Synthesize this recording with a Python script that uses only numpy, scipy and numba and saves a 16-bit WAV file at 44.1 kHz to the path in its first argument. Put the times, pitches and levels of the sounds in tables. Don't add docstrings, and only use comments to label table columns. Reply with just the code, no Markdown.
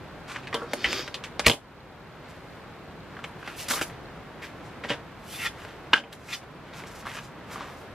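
import sys
import numpy as np
from scipy import signal
from scipy.fft import rfft, irfft, next_fast_len
from scipy.io import wavfile
from scipy.ndimage import uniform_filter1d
from numba import njit

SR = 44100
rng = np.random.default_rng(int(sys.argv[2]) if len(sys.argv) > 2 else 0)


def generate_wav(signal):
    frames = np.transpose(np.atleast_2d(signal))
    scaled = np.clip(frames, -1, 1) * 32767
    pcm = np.round(scaled).astype(np.int16)
    wavfile.write(sys.argv[1], SR, pcm)


N = 350138


def undb(db):
    return 10 ** (np.asarray(db) / 20)


def unit(x):
    return x / np.sqrt(np.mean(x ** 2))


def peak(x):
    return x / np.max(np.abs(x))


def curve(points, n):
    hz, value = np.transpose(points)
    return np.interp(np.log(np.arange(n // 2 + 1) * SR / n + 1), np.log(hz), value)


@njit
def moving_filter(x, hz, width):
    y, b, l = np.empty(len(x)), 0., 0.
    for i in range(len(x)):
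        g, k = np.tan(np.pi * hz[i] / SR), width / hz[i]
        v = (b + g * (x[i] - l)) / (1 + g * (g + k))
        b, l, y[i] = 2 * v - b, l + 2 * g * v, k * v
    return y


def band(x, hz, width):
    return moving_filter(x, np.clip(hz + np.zeros(len(x)), 20, .45 * SR), max(1. * width, 5.))


def steep_band(x, hz, width):
    return band(band(x, hz, width), hz, width)


def drift(per_s):
    k = int(SR / per_s)
    steps = np.repeat(rng.standard_normal(N // k + 1), k)
    return 1.3 * uniform_filter1d(uniform_filter1d(steps, k), k)[:N]


def grit(per_s, spread_db):
    size_db = spread_db * np.minimum(rng.exponential(size=N), 3)
    return unit((rng.random(N) < per_s / SR) * rng.standard_normal(N) * undb(size_db))


def swell(s, rise, hold, fall):
    corners = s + np.array([-3 * rise, 0, hold, hold + 3 * fall])
    span = np.arange(*np.clip(corners[[0, -1]] * SR, 0, N).astype(int))
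    return span, undb(np.interp(span / SR, corners, [-60, 0, 0, -60]))


def whine():
    # (pitch [Hz], base level [dB])
    tones = [(13000, -83), (13025, -83)]
    t = np.arange(N) / SR
    tone = sum(undb(db) * np.sqrt(2) * np.sin(2 * np.pi * hz * t) for hz, db in tones)
    return tone * np.array([[2.6], [-.8]])


def stream(level_db=-43.5):
    # (frequency [Hz], level [dB])
    water = [(15, -35), (25, -51), (38, -6.5), (160, 0), (198, -4), (374, -6), (654, -8), (1110, -10),
             (1200, -11.5), (1570, -12.5), (3570, -25), (5760, -36), (13100, -48), (13700, -48),
             (14300, -80)]
    # (frequency [Hz], side over middle [dB])
    spread = [(60, -23), (110, -19.5), (200, -11), (380, -8.5), (700, -14.5), (1290, -12), (2380, -8),
              (4400, -0.5), (8120, -0.5), (15000, 10)]
    n = next_fast_len(N)
    colour_db = curve(water, n)
    gains = undb([colour_db, colour_db + curve(spread, n)])
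    noise = irfft(rfft(rng.standard_normal((2, n))) * gains, n)[:, :N]
    low = signal.sosfilt(signal.butter(2, 300, fs=SR, output="sos"), noise)
    mid, side = low * undb(.27 * drift(3.14)) + (noise - low) * undb(.7 * drift(2.85))
    return undb(level_db) * np.array([mid + side, mid - side]) / np.std(mid)


def insect(start_s=.085, end_s=4.05, period_s=.12, ticks_s=(0, .013, .04, .067), hz=4180, db=-70):
    times = (np.arange(start_s, end_s, period_s)[:, None] + ticks_s).ravel()
    clicks = np.zeros(N)
    clicks[(times * SR).astype(int)] = undb(3.8 * rng.standard_normal(len(times)))
    return undb(db) * unit(steep_band(clicks, hz, 500)) * np.array([[1], [-1]])


def crunch():
    # (time [s], rise [s], hold [s], fall [s], level [dB], pitch [Hz])
    grinds = [(0.303, 0.044, 0.064, 0.088, -40.5, 1490), (0.476, .009, .002, 0.041, -44.5, 2050),
              (0.434, .01, .01, .03, -47.5, 2390), (1.458, 0.028, 0.003, .01, -30.5, 2300),
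              (2.3, 0.24, .014, 0.26, -52, 1280), (2.487, .05, 0.12, 0.039, -64, 1220),
              (3.112, 0.068, .01, 0.27, -54, 1280), (3.47, 0.074, .005, 0.17, -41.5, 1610),
              (3.6, 0.079, .005, 0.15, -43.5, 2540), (3.704, 0.019, 0.023, 0.1, -34, 1420),
              (3.774, 0.011, 0.02, 0.03, -37.5, 1360), (3.817, 0.024, .003, 0.021, -36.5, 1530),
              (3.94, 0.14, .01, .03, -54, 1250), (4.424, 0.009, 0.015, 0.07, -39, 2080),
              (4.843, 0.0084, 0.0027, 0.031, -34, 1830), (4.89, .008, 0.013, 0.022, -42, 2900),
              (4.897, 0.021, 0.039, 0.053, -36, 1730), (4.928, .015, 0.015, 0.017, -49, 3080),
              (5.598, 0.16, 0.1, 0.13, -50.5, 1810), (5.938, 0.0096, .003, 0.057, -23.5, 1520),
              (5.952, .01, 0.039, .015, -39, 2880), (5.955, 0.015, 0.013, 0.03, -46, 1410),
              (6.128, .017, .002, 0.021, -43, 1820), (6.435, 0.023, .002, 0.012, -44.5, 1340),
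              (6.757, 0.16, .005, 0.22, -46, 1530), (6.91, 0.13, 0.095, 0.12, -56, 1400),
              (7.059, 0.018, 0.033, 0.05, -45, 1240), (7.082, 0.015, 0.026, 0.034, -47, 2030),
              (7.15, 0.064, 0.042, 0.058, -39.5, 1580), (7.536, 0.073, 0.025, 0.05, -42.5, 1370),
              (7.598, 0.039, 0.03, 0.06, -44, 1230), (7.7, .2, .005, 0.077, -47.5, 1180)]
    # (time [s], rise [s], hold [s], fall [s], level [dB], fine over coarse dust [dB])
    rustles = [(0.28, .004, .003, 0.018, -53, -11), (0.304, 0.024, 0.021, 0.046, -48, -22),
               (2.3, 0.022, .002, 0.033, -47, -8), (2.338, .05, 0.25, .06, -58, 1),
               (3.24, .006, 0.0022, 0.05, -50, -14), (3.275, .01, .01, .03, -51.5, 8),
               (3.49, 0.16, 0.046, .1, -47, 1), (3.566, .008, 0.03, .03, -38, 5),
               (3.603, 0.03, .004, 0.1, -30, -1.5), (3.697, .006, 0.0089, 0.022, -31, -6),
               (3.705, 0.016, 0.01, 0.051, -18.5, -0.5), (3.745, 0.022, 0.018, 0.086, -26, 1),
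               (3.813, 0.006, 0.024, 0.012, -27, -5), (3.87, .02, .01, .02, -45, -4),
               (4.424, 0.01, 0.033, 0.059, -44.5, -3), (4.663, 0.088, .005, .067, -51, -10),
               (4.85, .04, .03, .03, -60, -1), (4.904, .043, .002, .012, -46, -1),
               (5.319, 0.095, 0.13, .06, -31.5, 2.5), (5.594, 0.097, 0.0091, 0.23, -48, -3),
               (5.95, .015, .003, .064, -56, -1), (6.129, 0.0047, 0.0035, 0.008, -30, 0),
               (6.138, .005, .015, .015, -48, -8), (6.19, 0.064, .03, 0.059, -57, -11),
               (6.338, 0.079, 0.0033, 0.043, -27.5, -5), (6.74, 0.0085, .01, .04, -51, -4),
               (6.772, 0.03, .02, 0.071, -40, -5.5), (6.871, 0.0097, 0.014, .04, -45.5, -14),
               (6.916, .012, 0.0072, 0.044, -39.5, 1), (6.954, 0.011, .006, .04, -43, -5),
               (6.998, .03, .01, .03, -45, -4), (7.062, 0.012, 0.032, 0.087, -40.5, -1),
               (7.148, .05, 0.037, 0.04, -44, -12), (7.235, 0.045, 0.017, 0.049, -47.5, -10),
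               (7.527, .043, .004, 0.075, -35.5, -3), (7.662, .07, 0.05, .1, -53, -1),
               (7.77, 0.086, .004, 0.14, -45.5, -1)]
    grinding, dust, out = grit(4500, 1.9), grit(9000, 1.3), np.zeros(N)
    flicker = undb(1.8 * drift(40))
    coarse = unit(band(dust, 5700, 6000)) * flicker
    fine = unit(steep_band(dust, 11200, 12000)) * flicker
    uneven = undb(2 * drift(70))
    for s, rise, hold, fall, db, hz in grinds:
        span, gain = swell(s, rise, hold, fall)
        grains = grinding[span]
        dull = unit(steep_band(grains, hz, 1740))
        ringing = undb(-12.5) * unit(band(grains, hz, 160))
        ringing += undb(-12) * unit(band(grains, 1.55 * hz, 320))
        bright = undb(-7) * unit(band(grains, 2490, 1400))
        out[span] += undb(db) * gain * uneven[span] * (dull + ringing + bright)
    for s, rise, hold, fall, db, fine_db in rustles:
        span, gain = swell(s, rise, hold, fall)
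        rustle = (undb(-fine_db / 2) * coarse[span] + undb(fine_db / 2) * fine[span]) / 2
        out[span] += undb(db) * gain * rustle
    return out


def palm_rubs():
    # (time [s], rise [s], hold [s], fall [s], level [dB], pitch [Hz], glide [octaves/s])
    strokes = [(5.342, 0.11, 0.02, 0.034, -41.5, 3320, 2.5), (5.392, 0.022, 0.024, .03, -42, 2750, 0),
               (5.43, 0.052, .01, .02, -33, 2220, 0), (5.454, 0.02, 0.016, 0.01, -29.5, 1990, -4.5),
               (5.46, 0.023, 0.022, 0.02, -35.5, 3370, -1), (6.29, 0.014, 0.027, 0.05, -37.5, 2230, -1),
               (6.334, 0.022, 0.017, 0.017, -32, 3470, -10.5), (6.343, 0.013, 0.013, 0.036, -41, 4780, -2)]
    # (pitch [Hz], width [Hz], level [dB])
    sheet_notes = [(1270, 55, -6), (1397, 40, 6.5), (1770, 88, 0), (1980, 58, 3), (2140, 70, 3.5),
                   (2436, 57, 5.5), (2660, 80, 3), (3000, 100, -1), (3450, 64, 1), (3870, 90, -7),
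                   (4260, 98, -2), (4500, 99, -6), (4890, 100, -1), (5530, 130, -6)]
    skin, out = grit(15000, 1.4) * undb(1.5 * drift(90)), np.zeros(N)
    for s, rise, hold, fall, db, hz, glide in strokes:
        span, gain = swell(s, rise, hold, fall)
        friction, pitch_hz = skin[span], hz * 2 ** (glide * (span / SR - s))
        sheet = sum(undb(g) * unit(band(friction, f, w)) / (1 + (np.log2(f / hz) / .51) ** 2)
                    for f, w, g in sheet_notes)
        squeak = unit(steep_band(friction, pitch_hz, 330))
        rasp = unit(steep_band(friction, hz, 1800))
        out[span] += undb(db) * gain * (undb(-5) * squeak + undb(.5) * unit(sheet) + undb(-10.5) * rasp)
    return out


def brace_slides(wander=.021):
    # (pitch [Hz], width [Hz], level [dB])
    track_notes = [(1190, 150, -1), (1540, 290, 7.5), (2490, 92, 1), (3310, 110, 11), (3460, 92, 2),
                   (3760, 90, 13.5), (4540, 190, 8.5), (5450, 230, 10), (6240, 150, 2), (7170, 140, -3)]
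    # (time [s], rise [s], hold [s], fall [s], track [dB], hum [dB], hiss [dB])
    slides = [(0.531, 0.019, 0.0089, 0.19, -46, -45.5, -76), (0.716, 0.04, 0.047, 0.14, -47.5, -54, -75),
              (0.803, .06, 0.032, .04, -47, -55, -66), (0.909, 0.12, 0.084, 0.097, -28, -40, -40)]
    rub, out = grit(9700, 2.2), np.zeros(N)
    track = sum((-1) ** k * undb(db) * band(rub, hz * (1 + wander * drift(24.24)), width)
                for k, (hz, width, db) in enumerate(track_notes))
    track += undb(2.5) * band(rub, 2450, 3700)
    hum = band(rub, 359, 50) + undb(-6) * band(rub, 507, 67)
    hiss = band(band(rub, 10000, 4000), 15000, 4000)
    layers = np.array([unit(track), unit(hum), unit(hiss)])
    for s, rise, hold, fall, *levels_db in slides:
        span, gain = swell(s, rise, hold, fall)
        out[span] += gain * (undb(levels_db) @ layers[:, span])
    return out


def thumps():
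    # (time [s], level [dB], pitch [Hz], ring time [s])
    jolts = [(0.542, -15.5, 456, 0.058), (0.619, -27, 470, 0.14), (.85, -28.5, 60, 0.13),
             (1.468, 3, 73, 0.039), (1.474, -12.5, 154, 0.12), (1.487, -8, 111, 0.069),
             (3.704, -22, 250, 0.046), (3.8137, -11, 327, 0.027), (3.819, -24, 390, 0.04),
             (3.813, -13, 169, 0.024), (4.903, -26, 405, 0.04), (4.904, -28, 126, 0.09)]
    out, t = np.zeros(N), np.arange(SR // 6) / SR
    for s, db, hz, t60 in jolts:
        envelope = 1000 ** (-t / t60) * (1 - np.exp(-t * hz / 2.54))
        out[int(s * SR):][:len(t)] += undb(db) * np.sin(2 * np.pi * hz * t) * envelope
    return out[:N]


def ring(notes, gain, stretch, t):
    hz, db, t60 = np.transpose(notes)[:, :, None]
    detune, strength, sign, twin_detune = rng.standard_normal((4, len(hz), 1))
    tone = np.sin(2 * np.pi * hz * (1 + .012 * detune) * t)
    tone += .8 * np.sin(2 * np.pi * hz * (1 + .02 * twin_detune) * t)
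    decay = 1000 ** (-t / (stretch * np.clip(t60, .02, 170 / hz)))
    return peak(np.sum(gain * undb(.5 * db + 2 * strength) * np.sign(sign) * tone * decay, axis=0))


def knocks(chatter_share=.046, first_touch=1.1, buzz_depth=.45):
    # (time [s], level [dB], pitch [Hz], thud [dB], tick [dB], ring time [s], width [octaves])
    hits = [(0.36, -19, 1740, -18, -38, 0.03, 0.75), (0.4717, -24, 2550, -26, -32, 0.047, 1.3),
            (0.5279, -25.5, 1130, -17, -39, 0.21, 0.35), (0.5278, -24.5, 1880, -14, -37, 0.14, 0.2),
            (.5275, -32, 3150, -22, -37, 0.087, .2), (.543, -13.5, 4140, -6, -7, 0.024, 1.1),
            (0.547, -23.5, 3440, -12, -18, 0.08, 0.11), (.549, -25, 1000, -1.5, -9, 0.11, 1.7),
            (0.6181, -28.5, 1360, -6, -15, 0.14, 0.17), (.734, -10, 1460, -7.5, -5, 0.02, 3.9),
            (0.843, -12, 2100, -20, -46, 0.05, 0.81), (0.8447, -8.5, 1930, -20.5, -40, 0.086, 0.7),
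            (0.848, -18, 2500, -17, -40, 0.11, 0.85), (.8575, -16, 2600, -20, -40, 0.092, .9),
            (0.9297, -9, 2780, -16.5, -30, 0.0048, 1.6), (1.078, -17.5, 1710, -19, -30, 0.03, 2.6),
            (1.143, -13, 3340, -24.5, -30, 0.06, 1.9), (1.239, -16.5, 2350, -28, -27, 0.11, 3.2),
            (1.3949, -4, 1730, -24.5, -33, 0.045, 4.3), (1.4626, -4, 3370, -18, 5, 0.1, 1.4),
            (1.466, 5.5, 2120, -12, -16, 0.054, 1.07), (1.4814, 6, 3400, -16, -22, 0.025, 1.5),
            (1.485, -3, 2500, -12, -20, 0.033, 1.2), (1.498, 4.5, 2930, -14.5, -12, 0.036, 1),
            (1.5148, -1.5, 3080, -14.5, -19, 0.03, 0.75), (1.521, -13, 3180, -20, -20, 0.032, 0.37),
            (1.5343, -9.5, 2860, -11.5, -7, 0.028, 1.8), (3.168, -27, 1440, -19, -34, 0.044, 1.1),
            (3.1912, -27.5, 1500, -14, -34, 0.043, 1.3), (3.2414, -16.5, 2400, -16, -26, 0.025, 1.3),
            (3.245, -26, 2160, -13, -25, .05, 0.87), (3.428, -29, 1360, -17, -30, 0.026, 0.71),
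            (3.476, -21, 1980, -14, -15, 0.034, 1.1), (3.604, -30, 4000, -28, -8, 0.031, 1.5),
            (3.68, -41, 3300, -23, -20, .015, .9), (3.6839, -22, 3530, -26, 8, 0.014, 0.5),
            (3.6872, -15, 5800, -30, -4, .012, 1), (3.7057, -17.5, 1430, -11, -12, 0.06, 1.3),
            (3.7102, -19.5, 1420, -15, -16, 0.056, 0.79), (3.711, -14.5, 3600, -27, 0, 0.086, 2.1),
            (3.734, -27, 1150, -7, -17, 0.052, 0.67), (3.7393, -25, 1050, -9, -17, 0.031, 0.96),
            (3.736, -19, 3700, -16, -17, 0.08, .5), (3.7738, -22, 1000, -11, -20, 0.025, 1.1),
            (3.813, -14, 1410, -7, -7, 0.016, 0.85), (3.818, -15.5, 2650, -21, -3, 0.033, 1.2),
            (3.826, -24, 2300, -24, -20, 0.084, 0.46), (3.899, -29.5, 1820, -28, -19, 0.064, 2.4),
            (4.8378, -22, 2220, -16, -32, .06, 1.1), (4.8473, -25, 1900, -5, -34, 0.033, 0.68),
            (4.9018, -16, 2790, -6, -40, 0.068, 0.3), (4.9046, -17.5, 1900, -16, -30, 0.062, 1),
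            (4.9081, -21.5, 2900, -6.5, -30, 0.12, 0.31), (5.65, -25, 1780, -13, -27, 0.03, 2.8),
            (5.868, -36, 2480, -10, -44, 0.057, 0.77), (5.9318, -9, 920, -28, -40, 0.036, 0.65),
            (5.9329, -2.5, 2870, -26, -32, 0.04, 0.33), (5.9333, -3.5, 1625, -31, -32, 0.04, 0.37),
            (5.936, -2.5, 2880, -30, -32, 0.036, 0.38), (5.9394, -1.5, 1590, -30, -39, 0.052, 0.46),
            (5.948, -16.5, 3050, -20, -30, 0.11, .25), (5.962, -23.5, 1540, -25, -30, 0.091, 0.3),
            (5.978, -21, 3070, -6, -25, 0.088, .35), (6.038, -31, 2560, -8, -37, 0.11, 0.39),
            (6.1265, -32, 3500, -24, -11, .015, 2), (6.1292, -23.5, 3000, -29, -6, 0.024, 2.3),
            (6.736, -30.5, 3500, -28, -17, 0.025, 1.4), (6.838, -26.5, 1870, -6, -28, 0.016, 1.6),
            (7.026, -29.5, 1350, -23, -26, 0.068, 2), (7.055, -31.5, 1220, -23, -26, 0.076, 0.56),
            (7.0683, -21, 1310, -18, -20, 0.013, 1.2), (7.075, -29, 1200, -24, -26, .04, .5),
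            (7.085, -30, 2090, -17, -26, 0.044, 0.31), (7.116, -30, 1800, -20, -24, .03, .8),
            (7.149, -28, 1500, -9.5, -17, 0.052, 1.2), (7.189, -30, 1700, -12, -20, 0.028, 1.4),
            (7.4981, -34, 1250, -12, -27, 0.025, .6), (7.558, -27.5, 1310, -9, -25, .03, 0.84),
            (7.578, -32, 1310, -6, -25, 0.045, 0.53), (7.608, -31.5, 1240, -10, -25, .04, 0.47),
            (7.619, -31, 1000, -6, -25, 0.025, .9)]
    # (pitch [Hz], weight [dB, halved in use], base ring time [s])
    frame_notes = [(1128, 6.5, 0.068), (1312, -21, 0.11), (1569, -8, 0.12), (1688, -1, .1),
                   (1950, -13, 0.065), (2102, 8, 0.046), (2458, -1.5, 0.052), (2870, 15, 0.022),
                   (3074, 7.5, 0.1), (3166, -7, 0.27), (3280, -10, 0.09), (3470, -6, 0.019), (4160, 3, 0.1),
                   (4920, 7, 0.3), (4850, -8, 0.4), (5530, -19, 0.32), (5500, -6, 0.056),
                   (7000, -42, 0.053)]
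    # (pitch [Hz], weight [dB, halved in use], base ring time [s])
    panel_notes = [(231, -2.5, 0.16), (300.5, -8, 0.22), (464.5, 2.5, 0.23), (571, 1.5, 0.25),
                   (644, -10, 0.17), (798, 9, 0.075), (968, 1.5, 0.21)]
    frame_hz = np.array(frame_notes)[:, :1]
    out, longest = np.zeros(N + SR), np.arange(SR // 6) / SR
    for s, db, hz, thud_db, tick_db, t60, octaves in hits:
        t = longest[:int((.02 + 2.5 * t60) * SR)]
        noise = rng.standard_normal((5, len(longest)))[:, :len(t)]
        chatter = noise[0, :512] ** 3 * np.exp(-(t[:512] / (chatter_share * t60)) ** 2)
        chatter /= np.sqrt(np.sum(chatter ** 2))
        chatter[0] = first_touch
        width_hz = hz * (2 ** (octaves / 2) - 2 ** (-octaves / 2))
        crack = peak(steep_band(np.pad(chatter, (0, len(t) - 512)), hz, .68 * width_hz))
        join = 1 - np.exp(-t / .002)
        rattle = peak(band(noise[1], hz, .23 * width_hz) * 1000 ** (-t / t60) * join)
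        nearness = 1 / (1 + (np.log2(frame_hz / hz) / (1.8 * octaves)) ** 2) ** 2
        buzz = 1 + buzz_depth * unit(band(noise[4], 235, 144))
        tubes = peak(np.convolve(ring(frame_notes, nearness, t60 / .05, t) * buzz, chatter)[:len(t)])
        tubes *= undb(3.5 - 8 * octaves)
        thud = ring(panel_notes, 1, t60 / .088, t)
        thud += .41 * peak(steep_band(noise[2], 740, 800) * 1000 ** (-t / (4 * t60)))
        tick = peak(band(noise[3], 10200, 15600) * 1000 ** (-t / (1.5 * t60)) * join)
        knock = crack + undb(-7) * rattle + tubes + undb(thud_db) * thud + undb(tick_db) * tick
        out[int(s * SR):][:len(t)] += undb(db) * knock
    return signal.sosfilt(signal.butter(3, 190, "high", fs=SR, output="sos"), out)[:N]


def tent(x, t60=.15, mid_db=-13, side_db=-1.5):
    t = np.arange(SR // 4) / SR
    tails = rng.standard_normal((2, len(t))) * 1000 ** (-t / t60) * (t > .003)
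    tails /= np.sqrt(np.sum(tails ** 2, axis=1, keepdims=True))
    echo = signal.fftconvolve(x[None], tails, axes=1)[:, :N]
    return x * [[1], [.5]] + undb([[mid_db], [side_db]]) * echo


def microphones(mid_side):
    # (frequency [Hz], gain [dB])
    response = [(25, -6), (55, 7.5), (8000, -7), (9800, -13.5), (11500, -14), (13500, -15.5), (15500, -36)]
    # (frequency [Hz], side gain [dB])
    spread = [(60, -29), (200, -17), (700, -21), (2400, -19), (4400, -8), (8100, 0), (9800, 8), (12000, 4),
              (15000, 5)]
    n = next_fast_len(N + SR)
    mid, side = rfft(mid_side, n) * undb(curve(response, n))
    mid = irfft(mid, n)[:N]
    side = irfft(-1j * side * undb(curve(spread, n)), n)[:N]
    return np.array([mid + side, mid - side])


def scene():
    near = knocks() + thumps() + brace_slides() + crunch() + palm_rubs()
    return microphones(tent(near)) + stream() + insect() + whine()


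@njit
def duck(level, limit, attack_s, release_s):
    gain, g = np.empty(len(level)), 1.
    for i in range(len(level)):
        want = min(1., limit / (level[i] + 1e-9))
        g += (want - g) / (SR * (attack_s if want < g else release_s))
        gain[i] = g
    return gain


def record(dry):
    level = np.sqrt(uniform_filter1d(np.mean(dry ** 2, axis=0), size=400) + 1e-12)
    gain = duck(level, limit=float(undb(-19)), attack_s=.014, release_s=.45)
    treble_cut = signal.ellip(12, .2, 95, 15750, fs=SR, output="sos")
    return signal.sosfilt(treble_cut, np.clip(dry * gain, -.9, .9))


dry = scene()
out = record(dry)
generate_wav(out)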